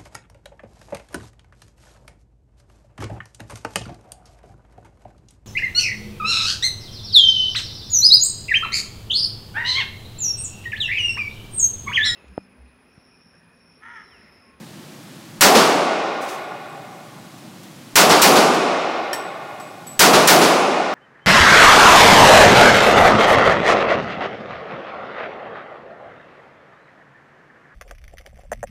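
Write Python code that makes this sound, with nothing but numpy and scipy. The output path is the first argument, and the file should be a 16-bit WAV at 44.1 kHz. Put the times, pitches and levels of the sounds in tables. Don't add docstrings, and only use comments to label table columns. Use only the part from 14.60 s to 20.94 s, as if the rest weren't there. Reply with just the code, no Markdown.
import sys
import numpy as np
from scipy import signal
from scipy.fft import rfft, irfft, next_fast_len
from scipy.io import wavfile
from scipy.ndimage import uniform_filter1d

SR = 44100
rng = np.random.default_rng(int(sys.argv[2]) if len(sys.argv) > 2 else 0)


def master_out(mix):
    frames = np.transpose(np.atleast_2d(mix))
    ceiling = np.clip(frames, -1, 1)
    pcm = np.round(ceiling * 32767).astype(np.int16)
    wavfile.write(sys.argv[1], SR, pcm)


N = 279594
TIME = np.arange(N) / SR


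def gain_of(db):
    return 10 ** (np.asarray(db) / 20)


def unit_level(x):
    return x / np.sqrt(np.mean(x ** 2) + 1e-20)


def look_up(table, hz):
    f, value = np.transpose(table)
    return np.interp(np.log(hz + 1), np.log(f + 1), value)


def add(mix, start_s, sound):
    part = mix[round(start_s * SR):][:len(sound)]
    part += sound[:len(part)]


def tint(x, colour):
    size = next_fast_len(len(x))
    gains = gain_of(look_up(colour, np.fft.rfftfreq(size, 1 / SR)))
    return irfft(rfft(x, size) * gains, size)[:len(x)]


def noise(colour, size):
    return unit_level(tint(rng.standard_normal(size), colour))


def dying(t, t60):
    return np.exp(-np.log(1000) * t / t60)


def fade(x, t60s, build_cycles=1):
    hz, t, spectrum = signal.stft(x, SR, nperseg=512)
    build = 1 - np.exp(-(t + t[1] / 2) * hz[:, None] / build_cycles)
    decay = gain_of(-60 * t / look_up(t60s, hz)[:, None])
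    return signal.istft(spectrum * build * decay, SR, nperseg=512)[1][:len(x)]


def ring(tones, t):
    return sum(gain_of(db) * dying(t, t60) * np.sin(2 * np.pi * (hz * t + rng.random()))
               for hz, db, t60 in tones)


def ventilation(level_db=-39.5):
    # f/Hz, level/dB
    air_colour = [(15, -67), (25, -31), (70, -26), (116, -4.5), (157, -2), (352, -8.5), (403, -18),
                  (587, -15.5), (769, -18.5), (981, -18.5), (1430, -21.5), (1640, -21.5), (2520, -23),
                  (3680, -23), (15800, -31.5)]
    return gain_of(level_db) * noise(air_colour, N)


def rustle(rise_s=0.022, t60=0.44):
    # t/s, level/dB
    brushes = [(1.603, -29.5), (1.672, -27.5)]
    # f/Hz, level/dB
    brush_colour = [(100, -45), (800, -17), (3000, -5), (6000, -1), (10000, -5), (15000, -8)]
    t, out = TIME[:SR], np.zeros(N)
    stroke = np.minimum(t / rise_s, dying(t - rise_s, t60))
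    for start_s, db in brushes:
        add(out, start_s, gain_of(db) * stroke * noise(brush_colour, SR))
    return out


def brass_pings(tumble=0.4):
    # t/s, level/dB
    landings = [(1.83, -52), (2.08, -54), (2.31, -58.5), (2.585, -55), (4.533, -28), (5.0, -42),
                (5.268, -36), (5.315, -36.5)]
    # f/Hz, level/dB, t60/s
    case_tones = [(7810, -3, 0.39), (7920, 1.5, 0.54), (7985, -9, 0.23), (11800, -4.5, 0.29),
                  (12080, -16, 0.16)]
    out = np.zeros(N)
    for start_s, db in landings:
        wobble = 1 + tumble * unit_level(uniform_filter1d(rng.standard_normal(SR), size=350))
        add(out, start_s, gain_of(db) * wobble * ring(case_tones, TIME[:SR]))
    return out


def knocks(click_t60=0.11):
    # t/s, click level/dB, ring level/dB
    hits = [(2.782, -43.5, -65), (3.033, -39, -54), (3.945, -12, -41), (4.531, -16, -8), (5.0, -36, -55),
            (5.268, -38, -51.5)]
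    # f/Hz, level/dB
    click_colour = [(30, -30), (200, -14), (1500, 2), (5500, 0), (10000, -3), (15000, -4)]
    # f/Hz, level/dB, t60/s
    struck_case_tones = [(1800, -4.5, 0.069), (3110, -6.5, 0.046), (4540, -17, .08), (5550, -3.5, 0.051),
                         (7840, -10, 0.044), (9044, -16, 0.11)]
    t, out = TIME[:SR], np.zeros(N)
    for start_s, click_db, ring_db in hits:
        click = gain_of(click_db) * noise(click_colour, SR) * dying(t, click_t60)
        add(out, start_s, click + gain_of(ring_db) * ring(struck_case_tones, t))
    return out


def with_reflections(x, level_db=-8, t60=0.3):
    room = rng.standard_normal(SR) * dying(TIME[:SR], t60)
    return x + gain_of(level_db) * signal.fftconvolve(x, room / np.linalg.norm(room))[:N]


def wall_flutter(size):
    # f/Hz, width/Hz, level/dB
    peaks = [(397, 114, -4.5), (592, 55, -3), (767, 116, 0.5), (1120, 134, -3), (1438, 94, -5),
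             (1805, 190, -11), (2150, 120, -8.5), (2480, 130, -9), (2840, 140, -15.5), (3600, 560, -18),
             (5000, 1440, -20.5)]
    # f/Hz, t60/s
    flutter_decay = [(380, 2.3), (750, 2.47), (1400, 2.364), (3000, 2.17), (5500, 1.72)]
    hz = np.fft.rfftfreq(size, 1 / SR)
    shape = sum(gain_of(db) * np.exp(-((hz - centre) / width) ** 2) for centre, width, db in peaks)
    trapped = unit_level(irfft(rfft(rng.standard_normal(size)) * shape, size))
    return fade(trapped, flutter_decay)


def hall_roll(hall_noise, hall_db=19, flutter_db=2, swell_s=0.052):
    # f/Hz, t60/s
    hall_decay = [(120, 0.94), (350, 1.35), (750, 1.343), (1400, 1.49), (2700, 1.35), (5500, 1.172),
                  (9500, 0.8), (14000, 0.34)]
    size = len(hall_noise)
    swell = 1 - np.exp(-TIME[:size] / swell_s)
    tail = gain_of(hall_db) * fade(hall_noise, hall_decay, build_cycles=2.8)
    return swell * (tail + gain_of(flutter_db) * wall_flutter(size))


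def far_wall_echo(booth_noise, slap_db=6, slap_t60=0.022, smear_db=13.5, rise_s=0.0047):
    # f/Hz, level/dB
    smear_colour = [(30, -55), (90, -11.5), (200, 6), (700, 2.5), (1200, 2.5), (2000, -4.5), (5000, -4.5),
                    (8000, -12), (15000, -20)]
    # f/Hz, t60/s
    smear_decay = [(200, 0.34), (800, 0.77), (3000, 0.51), (12000, 0.48)]
    t = TIME[:SR]
    slap = booth_noise * dying(t, slap_t60)
    smear = fade(noise(smear_colour, SR), smear_decay) * (1 - np.exp(-t / rise_s))
    return gain_of(slap_db) * slap + gain_of(smear_db) * smear


def booth_blast(booth_noise, level_db=29):
    # f/Hz, t60/s
    booth_decay = [(200, 0.43), (1200, 0.25), (5000, 0.27), (15000, 0.17)]
    return gain_of(level_db) * fade(booth_noise, booth_decay, build_cycles=17.5)


def pistol_shots(echo_delay_s=0.139, alike=0.6):
    # t/s, blast gain/dB, hall gain/dB, echo gain/dB
    shots = [(0.809, 0.5, -1, 2.5), (3.3562, 1, -2, 2.5), (3.617, -3, 0.5, -1.5), (5.3927, 1, -0.5, 2),
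             (5.674, -2, 0, -1)]
    # f/Hz, level/dB
    booth_colour = [(40, -38), (150, -6.5), (400, -1), (900, 4), (1500, 3.5), (2500, -2), (5000, -2.5),
                    (8000, -5), (12000, -10), (16000, -2.5)]
    # f/Hz, level/dB
    hall_colour = [(35, -67), (100, -26), (170, 0), (300, 2.5), (520, 2.5), (700, 4), (950, -3), (1200, -3),
                   (1700, -13), (2500, -10), (3600, -15.5), (5500, -16), (9000, -17), (15000, -8)]
    hall_size, out = 3 * SR, np.zeros(N)
    booth_walls, hall_walls = noise(booth_colour, SR), noise(hall_colour, hall_size)
    shared, fresh = np.sqrt(alike), np.sqrt(1 - alike)
    for start_s, blast_db, hall_db, echo_db in shots:
        booth_noise = shared * booth_walls + fresh * noise(booth_colour, SR)
        hall_noise = shared * hall_walls + fresh * noise(hall_colour, hall_size)
        add(out, start_s, gain_of(blast_db) * booth_blast(booth_noise))
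        add(out, start_s, gain_of(hall_db) * hall_roll(hall_noise))
        add(out, start_s + echo_delay_s, gain_of(echo_db) * far_wall_echo(booth_noise))
    return out


def scene():
    return (pistol_shots() + with_reflections(brass_pings() + knocks()) + rustle() + ventilation())[None]


def duck(x, threshold_db=-9, max_cut_db=20, attack_s=0.0016, release_s=0.66):
    power = signal.lfilter(np.ones(128) / 128, [1], x ** 2)
    over_db = np.clip(10 * np.log10(power + 1e-12) - threshold_db, 0, max_cut_db)
    recovery = np.exp(-TIME / release_s)
    held_db = np.maximum.accumulate(over_db / recovery) * recovery
    smoothing = np.exp(-1 / (attack_s * SR))
    cut_db = signal.lfilter([1 - smoothing], [1, -smoothing], held_db)
    return x / gain_of(cut_db)


def record(dry, ceiling=0.64, hardness=6, lopsided=0.026, bottom_hz=18, top_hz=15880):
    # f/Hz, gain/dB
    mic_colour = [(10, 2), (30, -8.5), (150, 0), (1000, -0.5), (5000, -1.5), (10000, -3), (16000, -6.5)]
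    x = duck(dry[0])
    limit = ceiling * (1 + lopsided * np.sign(x))
    clipped = x / (1 + abs(x / limit) ** hardness) ** (1 / hardness)
    centred = signal.sosfilt(signal.butter(1, bottom_hz, "high", fs=SR, output="sos"), clipped)
    low_pass = signal.firwin(511, top_hz, window=("kaiser", 9), fs=SR)
    return signal.oaconvolve(tint(centred, mic_colour), low_pass, "same")[None]


dry = scene()
out = record(dry)
master_out(out)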